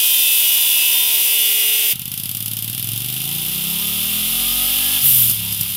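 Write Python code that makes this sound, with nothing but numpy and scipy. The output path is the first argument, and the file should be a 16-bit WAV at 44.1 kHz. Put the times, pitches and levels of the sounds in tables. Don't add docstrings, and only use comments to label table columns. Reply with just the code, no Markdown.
import sys
import numpy as np
from scipy import signal
from scipy.fft import rfft, irfft
from scipy.io import wavfile
from scipy.ndimage import uniform_filter1d

SR = 44100
rng = np.random.default_rng(int(sys.argv[2]) if len(sys.argv) > 2 else 0)


def to_wav(sig):
    pcm = np.clip(np.atleast_2d(sig), -1, 1) * 32767
    pcm = np.round(pcm).astype(np.int16)
    wavfile.write(sys.argv[1], SR, pcm.T)


N = 254016
TIME = np.arange(N) / SR
CHANGE_S, BAND_LIMIT_HZ = 1.931, 15900
STOCK_START_HZ, STOCK_SAG_HZ_PER_S = 78.65, 4.25
START_PHASE_CYCLES, FIRING_GAP_CYCLES = .106, 3 / 8
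MID_REVS_HZ, MERGE_HZ, MERGE_STEEPNESS = 30, 28.7, 5.1
PICK_UP_S, PICK_UP_LENGTH_S, IDLE_HISS_DB = 2.02, .15, -3.5
SHUT_S, SHUT_ATTACK_S, SHUT_HOLD_S, SHUT_RELEASE_S = 5.0, .054, .17, .16
SHUT_HISS_DB, SHUT_RASP_DB, HISS_FLOOR_DB = 12, 3, -26

# frequency in Hz, relative level in dB.
FAN_SPECTRUM = [(25, -22), (70, 3), (160, -3), (300, 0), (500, -16), (800, 8), (1500, -4.5), (3000, 4.5),
                (8000, -21)]
STOCK_RUSH_SPECTRUM = [(30, -34), (120, -26), (400, -25), (900, -28), (1500, -19.5), (2100, -9.5),
                       (2600, -7), (3400, 4), (4200, -3.5), (5000, -32.5), (7000, -37)]
STOCK_HISS_SPECTRUM = [(2500, -29.5), (4200, -15), (4950, -6), (5400, -9.5), (5850, -7.5), (6700, -12),
                       (8000, -7.5), (9500, -3.5), (10700, -1), (13000, 1), (14800, 1), (15800, -7)]
OPEN_HISS_SPECTRUM = [(2500, -30.5), (4200, -12.5), (4950, -7.5), (5400, -9.5), (5850, -11.5), (6700, -13),
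                      (8000, -10.5), (9500, -5), (10700, -0.5), (13000, 0), (14800, 0), (15800, -16)]
SHUT_HISS_SPECTRUM = [(3000, -41), (4900, -14.5), (6700, -19), (8500, -11), (10000, -6.5), (11000, -3.5),
                      (12300, -0.5), (14000, -1), (15000, -4.5), (15800, -10.5)]
# frequency in Hz, relative level in dB.
BOOM_SPECTRUM = [(20, -24), (40, -16.5), (70, -11.5), (95, -20), (125, 1), (150, 0.4), (200, -4.5),
                 (260, -12), (330, -16.5), (450, -30.5), (700, -42.5)]
BARK_SPECTRUM = [(250, -9), (430, -12), (520, -24), (600, -4.5), (800, -5), (1100, -4), (1300, 2.5),
                 (1900, -6.5), (2400, -7.5), (3200, -45)]
RASP_SPECTRUM = [(1200, -39), (2000, -15), (2500, -8), (2900, -1.5), (3500, 0), (4000, -8), (4600, -15),
                 (6000, -42.5)]

# centre in Hz, width in Hz, lift in dB.
EDGE_WHISTLES = [(4985, 60, 5), (5841, 50, 5), (12146, 40, 4)]
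SHUT_WHISTLE = [(12146, 60, 13)]
CELL_MODES = [(44.5, 7.5, 13), (59.8, 6.7, 9), (80, 10.5, 9.5), (108, 22.8, 18), (153, 7.3, -4.5),
              (168.5, 5.9, 4.5), (204.3, 13, 4)]
STOCK_MODES = [(428, 36, 15), (705, 50, 6), (965, 40, 14), (2020, 50, 7), (2340, 380, -10), (2510, 40, 6),
               (2630, 34, 13), (2864, 30, 9), (2908, 32, 9), (2996, 17, 7), (3121, 44, 7), (3305, 75, 6),
               (3484, 40, 13), (3574, 44, 12)]
OPEN_MODES = [(522, 24, 4.5), (756, 107, 19), (952, 61, 17.5), (1245, 180, 23), (1693, 70, 29.5)]
PING_MODES = [(2380, 400, -4.5), (2820, 150, 6), (3150, 84, 5.5), (3415, 77, 6.5)]
POP_MODES = [(295, 140, 6.5)]

# frequency as a multiple of the cycle rate, relative level in dB.
GEAR_WHINES = [(9.5, -53), (12.78, -55), (25.56, -56), (30.55, -56), (34.65, -51), (36.65, -45),
               (38.35, -45), (40.4, -47), (42.8, -43), (44.75, -44)]
STOCK_HARMONICS = [(2, -60), (3, -60), (4, -60), (5, -53), (6, -48), (7, -67), (8, -61), (10, -58),
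                   (11, -66), (12, -52), (13, -51), (14, -63), (16, -58), (17, -61), (18, -64), (19, -57),
                   (20, -62), (21, -65), (22, -56), (23, -60), (26, -51), (27, -53), (28, -47), (29, -53),
                   (30, -46), (31, -49), (32, -39), (33, -45), (34, -35), (35, -34), (36, -39), (37, -38),
                   (38, -31), (39, -39), (40, -30), (41, -42), (42, -35), (43, -35), (44, -37), (45, -41),
                   (46, -32), (47, -41), (48, -32), (49, -41), (50, -42), (51, -43), (52, -43)]
SNARL_HARMONICS = [(9, -59), (10, -58), (11, -54), (12, -67), (13, -60), (14, -62), (15, -62), (16, -51),
                   (17, -53), (18, -68), (19, -57), (20, -60), (21, -60), (22, -58), (23, -65), (24, -60),
                   (25, -58), (26, -60), (27, -49), (28, -57), (29, -60), (30, -58), (31, -63), (32, -65),
                   (33, -62), (34, -53), (35, -62), (36, -64), (37, -61), (38, -64)]
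# harmonic number, lift at full throttle in dB.
LOAD_LIFTS = [(1, 2.5), (2, -7.5), (3, -23.5), (4, 9.5), (5, -0.7), (6, 3.5), (7, -9), (8, -2), (9, -5),
              (12, 11.5)]

# time in seconds, cycle rate in Hz.
OPEN_CYCLE_RATE = [(1.94, 16.44), (2.08, 16.3), (2.22, 17.21), (2.52, 18.64), (2.6, 17.63), (2.76, 20.47),
                   (3.2, 26.4), (3.6, 32.44), (4.0, 38.34), (4.4, 44.03), (4.8, 48.92), (4.95, 50.25),
                   (5.1, 44.78), (5.4, 33.96), (5.5, 35.23), (5.76, 33.75)]
# time in seconds, opening from 0 to 1.
THROTTLE_OPENING = [(2.08, 0.24), (2.55, 0.37), (2.85, 0.44), (3.6, .66), (4.98, 0.88), (5.03, 0.07)]
# start in seconds, relative level in dB, decay time in seconds.
AFTERFIRE_POPS = [(5.016, -26, .005), (5.101, -19, .004), (5.296, -11, 0.0074), (5.311, -11, 0.0032),
                  (5.523, -16.5, 0.0072), (5.545, -22, 0.0062), (5.61, -10, 0.004), (5.63, -19, 0.0045),
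                  (5.7, -17.5, 0.0038)]
# centre in seconds, half length in seconds, gain in dB.
MISFIRE_DIPS = [(5.358, 0.024, -7), (5.565, 0.025, -6.5), (5.75, 0.091, -6)]

# dB at mid revs with the throttle shut, dB per octave of revs,
# dB added by full throttle.
HISS_GAIN = (-30, 7.5, 7.1)
GAS_RASP_GAIN = (-34, 7, 0.86)
GAS_BARK_GAIN = (-52.5, 4.5, 5.9)
BOOM_GAIN = (-39, 8.5, -1.1)
SNARL_GAIN = (-4.5, 1.6, 7.3)
CRACK_GAIN = (-34, 6.1, 4.6)


def amp(db):
    return 10 ** (np.asarray(db) / 20)


def ramp(start, length):
    return np.clip((TIME - start) / length, 0, 1)


def curve(rows):
    return np.interp(TIME, *np.transpose(rows))


def driven(law):
    db, per_octave_db, load_db = law
    octaves = np.log2(curve(OPEN_CYCLE_RATE) / MID_REVS_HZ)
    return amp(db + per_octave_db * octaves + load_db * curve(THROTTLE_OPENING))


def unit_rms(x):
    return x / np.sqrt(np.mean(x ** 2) + 1e-20)


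def running_mean(x, size=5200):
    return np.abs(uniform_filter1d(uniform_filter1d(x, size), size // 2)) + 1e-20


def decaying(x, decay_s):
    pole = np.exp(-1 / (decay_s * SR))
    return signal.lfilter([1 - pole], [1, -pole], x)


def resonance_db(modes, hz):
    return sum(db / (1 + (2 * (hz - centre) / width) ** 2) for centre, width, db in modes)


def coloured(x, spectrum, modes=(), size=16384):
    hz = np.abs(np.fft.fftfreq(size, 1 / SR))
    knot_hz, knot_db = np.transpose(spectrum)
    gain_db = np.interp(np.log(hz + 1), np.log(knot_hz), knot_db) + resonance_db(modes, hz)
    transfer = np.exp(np.conj(signal.hilbert(np.log(amp(gain_db)))))
    response = np.fft.ifft(transfer).real[:size // 2]
    return signal.oaconvolve(x, response)[:N]


def noise(spectrum):
    return unit_rms(coloured(rng.standard_normal(N), spectrum))


def wander(hz):
    low_pass = np.exp(-(np.fft.rfftfreq(N, 1 / SR) / hz) ** 2)
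    return unit_rms(irfft(rfft(rng.standard_normal(N)) * low_pass, N))


def cooling_fan():
    return amp(-53) * noise(FAN_SPECTRUM)


def cell_reverb(x, wet_db=7, t60=.12):
    t = TIME[:SR // 3]
    tail = rng.standard_normal(len(t)) * amp(-60 * t / t60) * (t > .003)
    return x + amp(wet_db) * signal.oaconvolve(x, tail / np.linalg.norm(tail))[:N]


def jet(spectrum, modes=(), ragged_db=2):
    spurts = rng.standard_normal(N) * amp(ragged_db * wander(1300))
    return unit_rms(coloured(spurts, spectrum, modes))


def firings(cycles, uneven_db, second_db):
    train, taps = np.zeros(N), np.arange(-8, 9)
    for offset, db in ((0, 0), (FIRING_GAP_CYCLES, second_db)):
        firing_cycles = np.arange(np.ceil(cycles[0]), cycles[-1] - offset) + offset
        position = np.interp(firing_cycles, cycles, np.arange(N))
        strength = amp(db + uneven_db * rng.standard_normal(N)[:len(position)])
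        index = position.astype(int)[:, None] + taps
        pulses = np.sinc(index - position[:, None]) * np.hanning(len(taps)) * strength[:, None]
        train += np.bincount(np.clip(index, 0, N - 1).ravel(), pulses.ravel(), N)
    return train


def open_gas(cycles):
    release_s = SHUT_S + SHUT_ATTACK_S + SHUT_HOLD_S
    shut = ramp(SHUT_S, SHUT_ATTACK_S) * (1 - ramp(release_s, SHUT_RELEASE_S))
    puff_share = (1 - shut) / (1 + (curve(OPEN_CYCLE_RATE) / MERGE_HZ) ** MERGE_STEEPNESS)
    clicks = decaying(firings(cycles, uneven_db=1.5, second_db=-1.2), .0006)
    puffs = np.abs(decaying(clicks, .0011) + .52 * decaying(clicks, .018))
    flow = np.sqrt(1 - puff_share + puff_share * puffs / running_mean(puffs))
    running_hiss = np.sqrt(1 - shut) * jet(OPEN_HISS_SPECTRUM, EDGE_WHISTLES, ragged_db=-1)
    shut_hiss = np.sqrt(shut) * jet(SHUT_HISS_SPECTRUM, SHUT_WHISTLE, ragged_db=1.5)
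    surge_db = SHUT_HISS_DB * shut + IDLE_HISS_DB * (1 - ramp(PICK_UP_S, PICK_UP_LENGTH_S))
    hiss = np.hypot(amp(HISS_FLOOR_DB), driven(HISS_GAIN)) * amp(surge_db) * (running_hiss + shut_hiss)
    rasp = driven(GAS_RASP_GAIN) * jet(RASP_SPECTRUM, ragged_db=-.5)
    bark = driven(GAS_BARK_GAIN) * noise(BARK_SPECTRUM)
    return hiss * flow + amp(SHUT_RASP_DB * shut) * (rasp + bark) * flow ** .49


def afterfire():
    envelope, kicks = np.zeros(N), np.zeros(N)
    for start, db, decay_s in AFTERFIRE_POPS:
        age = np.maximum(TIME - start, 0)
        envelope += amp(db) * (1 - np.exp(-age / .0012)) * np.exp(-age / decay_s)
        kicks[round(start * SR)] = amp(db)
    spit = 1.5 * envelope * (noise(OPEN_HISS_SPECTRUM) + amp(-30) * noise(BARK_SPECTRUM))
    thud = amp(26.5) * coloured(kicks, BOOM_SPECTRUM, CELL_MODES + POP_MODES)
    return spit + thud


def engine_tones(orders, modes, cycles, rate, level_span, ripple_db=2.8):
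    room_hz = np.arange(0, 4500, 22)
    room_db = ripple_db * rng.standard_normal(len(room_hz))
    tones = np.zeros(N)
    for order, db in orders:
        hz = order * rate
        swell = amp(resonance_db(modes, hz) + np.interp(hz, room_hz, room_db))
        swell /= np.sqrt(np.mean(swell[level_span] ** 2))
        tones += amp(db) * swell * np.sin(2 * np.pi * (order * cycles + rng.random()))
    return tones


def exhaust_pressure(cycles, rate, throttle, second_db=1.5):
    orders, lifts_db = np.transpose(LOAD_LIFTS)
    rolloff_db = 1.3 * (1 - throttle) * rate / rate.max()
    pressure = np.zeros(N)
    for k in range(1, 30):
        first = np.cos(2 * np.pi * k * cycles)
        second = amp(second_db) * np.cos(2 * np.pi * k * (cycles - FIRING_GAP_CYCLES))
        pressure += amp(throttle * np.interp(k, orders, lifts_db) - k * rolloff_db) * (first + second)
    return pressure * amp(.81 * wander(32))


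def stock_exhaust():
    rate = STOCK_START_HZ - STOCK_SAG_HZ_PER_S * TIME
    cycles = np.cumsum(rate) / SR + .0002 * wander(22)
    orders = np.vstack([STOCK_HARMONICS, GEAR_WHINES])
    low, heard = orders[:, 0] < 20, TIME < CHANGE_S
    drone = engine_tones(orders[low], STOCK_MODES, cycles, rate, heard, ripple_db=.7)
    scream = engine_tones(orders[~low], STOCK_MODES, cycles, rate, heard, ripple_db=.7)
    drone *= amp(2.5 + 1.3 * wander(60))
    scream *= amp(3.5 + .6 * wander(120))
    rush = amp(-29.5 + .3 * TIME) * jet(STOCK_RUSH_SPECTRUM)
    hiss = amp(-14 - 1.1 * TIME) * jet(STOCK_HISS_SPECTRUM, EDGE_WHISTLES, ragged_db=.5)
    return drone + scream + rush + hiss * amp(.5 * wander(43))


def open_exhaust(cycles):
    rate, throttle = curve(OPEN_CYCLE_RATE), curve(THROTTLE_OPENING)
    uneven_cycles = cycles + .0004 * wander(40)
    clicks = firings(uneven_cycles, uneven_db=1.2, second_db=-2)
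    pressure = exhaust_pressure(cycles, rate, throttle)
    boom = driven(BOOM_GAIN) * coloured(pressure, BOOM_SPECTRUM, CELL_MODES)
    under_load = (rate > MID_REVS_HZ) & (throttle > .5)
    snarl = engine_tones(SNARL_HARMONICS, OPEN_MODES, uneven_cycles, rate, under_load)
    snarl *= driven(SNARL_GAIN) * amp(.8 * wander(60))
    pings = cell_reverb(coloured(clicks, RASP_SPECTRUM, PING_MODES))
    crack = driven(CRACK_GAIN) * pings / np.sqrt(running_mean(pings ** 2))
    stumble_db = sum(db * np.exp(-((TIME - centre) / half) ** 2) for centre, half, db in MISFIRE_DIPS)
    return amp(stumble_db) * (boom + snarl + crack)


def scene():
    cycles = np.cumsum(curve(OPEN_CYCLE_RATE)) / SR
    cycles = cycles - np.interp(OPEN_CYCLE_RATE[0][0], TIME, cycles) + START_PHASE_CYCLES
    crossfade = np.clip((TIME - CHANGE_S) / .0064 + .5, 0, 1)
    open_run = open_exhaust(cycles) + open_gas(cycles) + afterfire()
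    mono = (1 - crossfade) * stock_exhaust() + crossfade * open_run + cooling_fan()
    return np.array([mono, mono])


def record(dry):
    ceiling = .85
    rounded = dry / (1 + (dry / ceiling) ** 6) ** (1 / 6)
    low_pass = signal.firwin(401, BAND_LIMIT_HZ, window=("kaiser", 9), fs=SR)
    return signal.oaconvolve(rounded, low_pass[None], "same")


dry = scene()
out = record(dry)
to_wav(out)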